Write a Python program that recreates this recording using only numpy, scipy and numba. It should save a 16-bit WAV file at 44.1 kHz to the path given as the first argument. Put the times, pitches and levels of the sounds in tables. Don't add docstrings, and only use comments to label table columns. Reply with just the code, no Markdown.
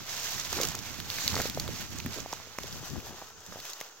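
import sys
import numpy as np
from scipy import signal
from scipy.fft import rfft, irfft
from scipy.io import wavfile
from scipy.ndimage import uniform_filter1d
from numba import njit

SR = 44100
rng = np.random.default_rng(int(sys.argv[2]) if len(sys.argv) > 2 else 0)


def store_pcm(level_fs):
    pcm = np.round(np.clip(level_fs, -1, 1) * 32767).astype(np.int16)
    wavfile.write(sys.argv[1], SR, np.atleast_2d(pcm).T)


def ratio_of_db(decibels):
    return 10 ** (np.asarray(decibels, float) / 20)


N = 176400
PORT_LAG_S, LAG_SPREAD_S = 7e-5, 6e-5

# (time [s], brushing level [dB], left minus right [dB])
STRIDE = [(0, -43.5, -3.5), (.8, -42, -4.5), (1.1, -42.5, -3.5), (1.5, -43, -3.5), (1.9, -46.5, -4.5),
          (2.45, -52.5, -5.5), (2.62, -46, -5), (2.8, -46.5, 0.5), (3.25, -50.5, -1), (3.35, -57, 1),
          (3.55, -47.5, -1), (3.75, -46.5, 0), (3.9, -57.5, -1), (4, -57, -3)]
# (start [s], length [s], level [dB])
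SWISHES = [(0.097, 0.11, -37.5), (0.244, 0.097, -34), (0.384, 0.061, -37.5), (0.529, 0.044, -33),
           (0.606, 0.029, -34), (0.677, 0.022, -37.5), (1.12, 0.036, -37), (1.185, 0.11, -34),
           (1.329, 0.066, -36.5), (1.397, 0.073, -35.5), (1.57, 0.055, -47.5), (1.745, 0.076, -41.5),
           (2.137, 0.061, -40), (2.28, 0.11, -47.5), (2.664, 0.086, -45.5), (2.848, 0.059, -45),
           (3.057, 0.02, -43.5), (3.194, 0.031, -49.5), (3.632, 0.062, -48.5), (3.81, 0.08, -51)]
# (frequency [Hz], density [dB per Hz])
STRAW_SPECTRUM = [(180, -17), (300, -12), (480, -5.5), (2980, -4), (6560, -2), (9650, -20.5), (12600, -8),
                  (14900, -12), (16500, -4.5)]
# (start [s], length [s], left level [dB], right level [dB])
PUFFS = [(0, 0.031, -46, -45), (0.09, 0.22, -51.5, -51.5), (0.346, 0.29, -61, -45),
         (0.544, 0.06, -55, -38.5), (0.653, 0.044, -53, -37.5), (0.75, 0.19, -51.5, -42),
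         (0.982, 0.033, -47, -40), (1.043, 0.16, -48.5, -48), (1.25, 0.063, -42.5, -45),
         (1.327, 0.072, -37, -35), (1.455, 0.049, -42.5, -40), (1.558, 0.19, -42.5, -36.5),
         (1.797, 0.053, -44.5, -41.5), (1.902, 0.12, -44, -38.5), (2.05, 0.044, -39.5, -35.5),
         (2.177, 0.058, -46.5, -45), (2.278, 0.12, -50, -69), (2.464, 0.051, -58, -64),
         (2.6, 0.098, -45, -64), (2.725, 0.11, -40.5, -47.5), (2.909, 0.074, -36, -46),
         (3.042, 0.076, -43.5, -49.5), (3.17, 0.24, -63, -59), (3.485, 0.037, -59.5, -48.5),
         (3.554, 0.057, -56, -56)]
# (frequency [Hz], density [dB per Hz])
WIND_SPECTRUM = [(12, -54), (20, -15.5), (71, 4.5), (93, 7), (338, -5.5), (386, -9), (700, -33), (910, -73),
                 (1540, -120)]
# (frequency [Hz], density [dB per Hz])
HUSH_SPECTRUM = [(130, -28.5), (450, 4.5), (620, -20), (1400, 2), (2350, -30), (6500, 2.5), (9600, -30),
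                 (15000, -12)]
# (time [s], peak level [dB], pitch [Hz])
KNOCKS = [(0.528, -20, 1120), (0.587, -23.5, 470), (0.6, -25, 540), (0.619, -25, 420), (0.631, -25, 433),
          (0.716, -26, 860), (0.747, -22, 1260), (1.342, -20, 960), (1.365, -17, 1240), (1.399, -24, 445),
          (1.454, -19, 494), (1.573, -16, 620), (1.688, -25, 464), (2.184, -30, 466), (2.259, -22.5, 750),
          (2.329, -16.5, 950), (2.584, -24, 550), (3.215, -27, 1050), (3.522, -32.5, 520),
          (3.557, -28, 596), (3.569, -30, 790), (3.811, -33, 630)]
# (time [s], peak level [dB], pitch [Hz])
MORE_KNOCKS = [(.004, -30, 1490), (.587, -18, 1300), (.599, -30, 1500), (.606, -27, 600), (.6205, -41, 900),
               (.652, -41, 600), (.768, -33, 705), (1.184, -16.5, 2040), (1.264, -29, 2640), (1.276, -32, 1930),
               (1.33, -24, 1970), (1.3782, -19, 1800), (1.3925, -27, 600), (1.4, -13.5, 1820),
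               (1.365, -17.5, 1970), (1.343, -20.5, 1600), (1.409, -26, 445), (1.43, -39, 2200),
               (1.677, -23, 1490), (2.399, -31.5, 960), (2.471, -34.5, 554), (2.549, -37, 1000),
               (2.585, -20, 1110), (2.585, -17.5, 2030), (2.826, -40, 660), (2.957, -28.5, 845),
               (3.184, -33, 1000), (3.221, -26, 784), (3.305, -38, 900), (3.39, -51, 1360), (3.463, -44, 590),
               (3.523, -27.5, 1290), (3.588, -34, 700), (3.811, -32.5, 980)]
# (time [s], peak level [dB], pitch [Hz])
THUMPS = [
    (2.048, -20, 127),
    (2.060, -22, 232),
]
# (time [s], peak level [dB], pitch [Hz])
SNAPS = [(0.3972, -18.5, 7000), (0.4483, -20, 6400), (0.5275, -16.5, 6900), (0.5684, -16.5, 3800),
         (0.612, -14, 7100), (0.632, -13, 6540), (0.6502, -10, 7550), (0.6851, -15, 7400),
         (0.7501, -17.5, 6960), (0.7885, -21, 7100), (1.2768, -7, 4340), (1.3532, -15.5, 6500),
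         (1.3755, -21, 3800), (1.4161, -15, 11500), (1.497, -18.5, 4040), (1.5458, -23, 6400),
         (1.5969, -14.5, 6000), (1.677, -22.5, 3700), (1.9845, -23, 7000), (2.0602, -18, 2100),
         (2.2021, -23.5, 6640), (2.326, -19.5, 6700), (2.5849, -21.5, 6600), (2.633, -25, 5760),
         (2.7256, -24.5, 5660), (3.4626, -28.5, 7000), (3.6513, -21, 3070), (3.7319, -21.5, 5530),
         (3.802, -24, 7600), (3.8103, -19, 2170)]
# (time [s], peak level [dB], pitch [Hz])
MORE_SNAPS = [(.6357, -23, 9000), (0.38, -22, 2000), (2.3344, -25, 8100), (3.6988, -26, 9800),
              (3.3008, -35, 4200), (3.4038, -35, 9900), (3.6003, -28, 4200), (.6706, -17, 11000),
              (0.5, -26, 5100), (0.63, -23, 7700), (.7182, -27, 3250), (0.73, -32, 3700), (1, -18, 3400),
              (1.1, -16.5, 4100), (1.1, -24, 8400), (1.3, -20, 5800), (2, -21, 3100), (1.6, -21, 11000),
              (3.5878, -29, 4300), (0.12, -32, 4400), (.1262, -30, 3300), (2.9, -29, 6900), (3, -27, 2400)]
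# (start [s], length [s], level [dB], pitch [Hz])
SCRAPES = [(1.185, .125, -42, 4260), (1.205, .07, -43, 6550), (.245, .085, -47, 6150),
           (1.445, .028, -45, 4180), (3.645, .1, -51, 6150), (2.852, .04, -55, 6050)]
# (start [s], length [s], level [dB])
CRUSHES = [(0.536, 0.061, -47.5), (0.577, 0.069, -37), (0.666, 0.029, -51.5), (1.36, 0.046, -37.5),
           (1.588, 0.11, -49), (2.125, 0.096, -48.5), (2.641, 0.51, -53)]
# (centre [Hz], width [Hz], share removed [0-1])
SHADE = [(2240, 580, 0.46), (4170, 800, 0.26)]


@njit
def ring(out, at, lag, hz, cycles, left, right):
    for k in range(len(at)):
        turn = np.exp((2j * np.pi - 1 / cycles[k]) * hz[k] / SR)
        whole = int(np.floor(lag[k]))
        a = left[k] + 0j
        b = right[k] * turn ** (1 - lag[k] + whole)
        for i in range(at[k], min(at[k] + int(6 * cycles[k] * SR / hz[k]) + 2, out.shape[1] - 64)):
            out[0, i] += a.imag
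            out[1, i + whole + 1] += b.imag
            a, b = a * turn, b * turn
    return out


def grains(t, hz, cycles, size, pan_db, lag_s):
    pad = 64
    lag = np.clip(lag_s * SR, -30, 30)
    at = (t * SR).astype(np.int64) + pad
    left, right = size * ratio_of_db(pan_db / 2), size * ratio_of_db(-pan_db / 2)
    return ring(np.zeros((2, N + 3 * pad)), at, lag, hz, cycles, left, right)[:, pad:pad + N]


def unit(x):
    return x / np.sqrt(np.mean(x ** 2))


def curve(table, col, t):
    return np.interp(t, np.array(table)[:, 0], np.array(table)[:, col])


def side_db(t):
    return np.array([[.5], [-.5]]) * curve(STRIDE, 2, t)


def band_pass(x, order, low_hz, high_hz):
    return signal.sosfilt(signal.butter(order, [low_hz, high_hz], "band", fs=SR, output="sos"), x)


def colour(x, points):
    hz, db = np.array(points).T
    size = 8192
    bins_hz = np.arange(size // 2 + 1) * SR / size
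    cepstrum = irfft(np.log(ratio_of_db(np.interp(np.log(bins_hz + 1), np.log(hz), db))))
    cepstrum[1:size // 2] *= 2
    cepstrum[size // 2:] = 0
    response = irfft(np.exp(rfft(cepstrum)))[None, :size // 2]
    return signal.fftconvolve(x, response, axes=1)[:, :x.shape[1]]


def walk(rate_hz):
    k = int(SR / rate_hz)
    held = np.repeat(rng.standard_normal(3 * N // k + 9), k)
    return unit(uniform_filter1d(uniform_filter1d(held, k), k)[:N])


def plateaus(start, length, db, rise_s, fall_s):
    t = np.arange(0, N + 64, 64)[None] / SR
    start, length, db = (np.array(c)[:, None] for c in (start, length, db))
    rise = np.minimum((t - start) / rise_s, 0)
    fall = np.maximum((t - start - length) / fall_s, 0)
    power = np.sum((ratio_of_db(db) * np.exp(rise - fall)) ** 2, axis=0)
    return np.interp(np.arange(N) / SR, t[0], np.sqrt(power))


def rustle():
    count = 60000
    u, g = rng.random((count, 3)).T, rng.standard_normal((count, 2)).T
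    when = u[0] * N / SR
    hz = 600 * 29 ** u[1]
    at = (u[0] * N).astype(int)
    patch = np.array([walk(14) for _ in range(6)])[(u[1] * 6).astype(int), at]
    db = -2.5 * np.log(u[2] + 0.012) + 1.18 * walk(44.96)[at] + 0.6 * patch
    size = hz * ratio_of_db(np.minimum(db, 11))
    x = grains(when, hz, 0.93 + 0 * when, size, 1.5 * g[0], PORT_LAG_S + LAG_SPREAD_S * g[1])
    x = unit(colour(x, STRAW_SPECTRUM))
    t = np.arange(N) / SR
    sweeps = plateaus(*zip(*SWISHES), rise_s=0.03, fall_s=0.029)
    push = np.hypot(ratio_of_db(curve(STRIDE, 1, t)), sweeps)
    low = signal.sosfiltfilt(signal.butter(1, 2800, fs=SR, output="sos"), x)
    x = x - low + low * (push / np.median(push)) ** (.55 - 1)
    return x * push * ratio_of_db(1 + side_db(t))


def wind():
    bumps = ratio_of_db(np.array([2 * walk(10.94) + 1.5 * walk(40.215) for _ in range(2)]))
    start, length, *ports_db = zip(*PUFFS)
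    puffs = np.array([plateaus(start, length, db, rise_s=0.016, fall_s=0.029) for db in ports_db])
    gain = (puffs + ratio_of_db(-71.5)) * unit(bumps)
    air = colour(rng.standard_normal((2, N)), list(WIND_SPECTRUM) + [(1500, -105)])
    air = air / np.sqrt(uniform_filter1d(air ** 2, size=2600, axis=1))
    low = signal.sosfilt(signal.butter(2, 170, fs=SR, output="sos"), air)
    return gain * (low + (air - low) * (gain / gain.mean()) ** 0.058)


def hush():
    noise = rng.standard_normal((3, N))
    shared = signal.sosfilt(signal.butter(1, 1500, fs=SR, output="sos"), noise[0] - noise[1:])
    return ratio_of_db(-54.5 + 1.0 * walk(2.4)) * unit(colour(noise[1:] + shared, HUSH_SPECTRUM))


def knocks():
    at, db, hz = np.array(list(KNOCKS) + list(MORE_KNOCKS) + list(THUMPS)).T
    same = 0 * at
    x = grains(at + 0.00121, 1. * hz, 0.94 + same, ratio_of_db(db - 1), -1.5 + same, PORT_LAG_S + same)
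    return band_pass(x, 2, 110, 3600)


def snaps():
    late_s, right_lag_s, width = .0012, 3e-5, 0.45
    out, t = np.zeros((2, N + 2048)), np.arange(1024) / SR
    decay = np.exp(-t / 0.00048) + ratio_of_db(-21) * np.exp(-t / 0.0035)
    shape = (1 - np.exp(-t / 0.0005)) * decay
    for at, db, hz in list(SNAPS) + list(MORE_SNAPS):
        noise = rng.standard_normal((3, len(t)))
        burst = shape * (noise[0] + .5 * noise[1:])
        broad = ratio_of_db(0.7) * signal.lfilter([1, -.85], 1, burst)
        pitched = ratio_of_db(5) * band_pass(burst, 1, hz * (1 - width / 2), hz * (1 + width / 2))
        burst = colour(broad + pitched, STRAW_SPECTRUM)
        burst = burst / np.abs(burst).max() * ratio_of_db(db + 2.5 + side_db(at))
        for ch in range(2):
            i = int((at + late_s + ch * right_lag_s) * SR)
            out[ch, i:i + len(t)] += burst[ch]
    return out[:, :N]


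def scrapes():
    out, width = 0, .2
    for start, length, db, hz in SCRAPES:
        noise = rng.standard_normal((3, N)) * ratio_of_db(2.2 * walk(220))
        x = band_pass(0.56 * noise[0] + noise[1:], 2, hz * (1 - width / 2), hz * (1 + width / 2))
        out = out + unit(x) * plateaus([start], [length], [db], rise_s=.02, fall_s=.02)
    return out * ratio_of_db(side_db(np.arange(N) / SR))


def crush():
    count = 6000
    u, g = rng.random((count, 3)).T, rng.standard_normal((count, 2)).T
    size = np.sign(g[0]) * ratio_of_db(-6.5 * np.log(u[2] + 0.014) + 2.0 * u[1])
    hz = 341 * 2 ** (2.58 * u[1] ** 1.28)
    lag_s = PORT_LAG_S + 0.2 * LAG_SPREAD_S * g[1]
    x = grains(u[0] * N / SR, hz, 1.24 + 0 * size, size, -1.5 + 0 * size, lag_s)
    x = signal.sosfilt(signal.butter(2, 280, "high", fs=SR, output="sos"), x)
    return unit(x) * plateaus(*zip(*CRUSHES), rise_s=0.016, fall_s=0.022)


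def shade(x):
    turn_s = 2.65
    turned = np.clip((np.arange(N) / SR - turn_s) * 10, 0, 1)
    for hz, width, share in SHADE:
        x = x - min(share, 1) * turned * band_pass(x, 1, hz - width / 2, hz + width / 2)
    return x


def scene():
    return shade(rustle()) + wind() + hush() + knocks() + snaps() + scrapes() + crush()


def top_cut(x):
    return signal.sosfilt(signal.butter(12, 16990, fs=SR, output="sos"), x)


def record(dry):
    mix = signal.sosfilt(signal.ellip(10, .5, 70, 15850, fs=SR, output="sos"), dry)
    return top_cut(mix)


dry = scene()
out = record(dry)
store_pcm(out)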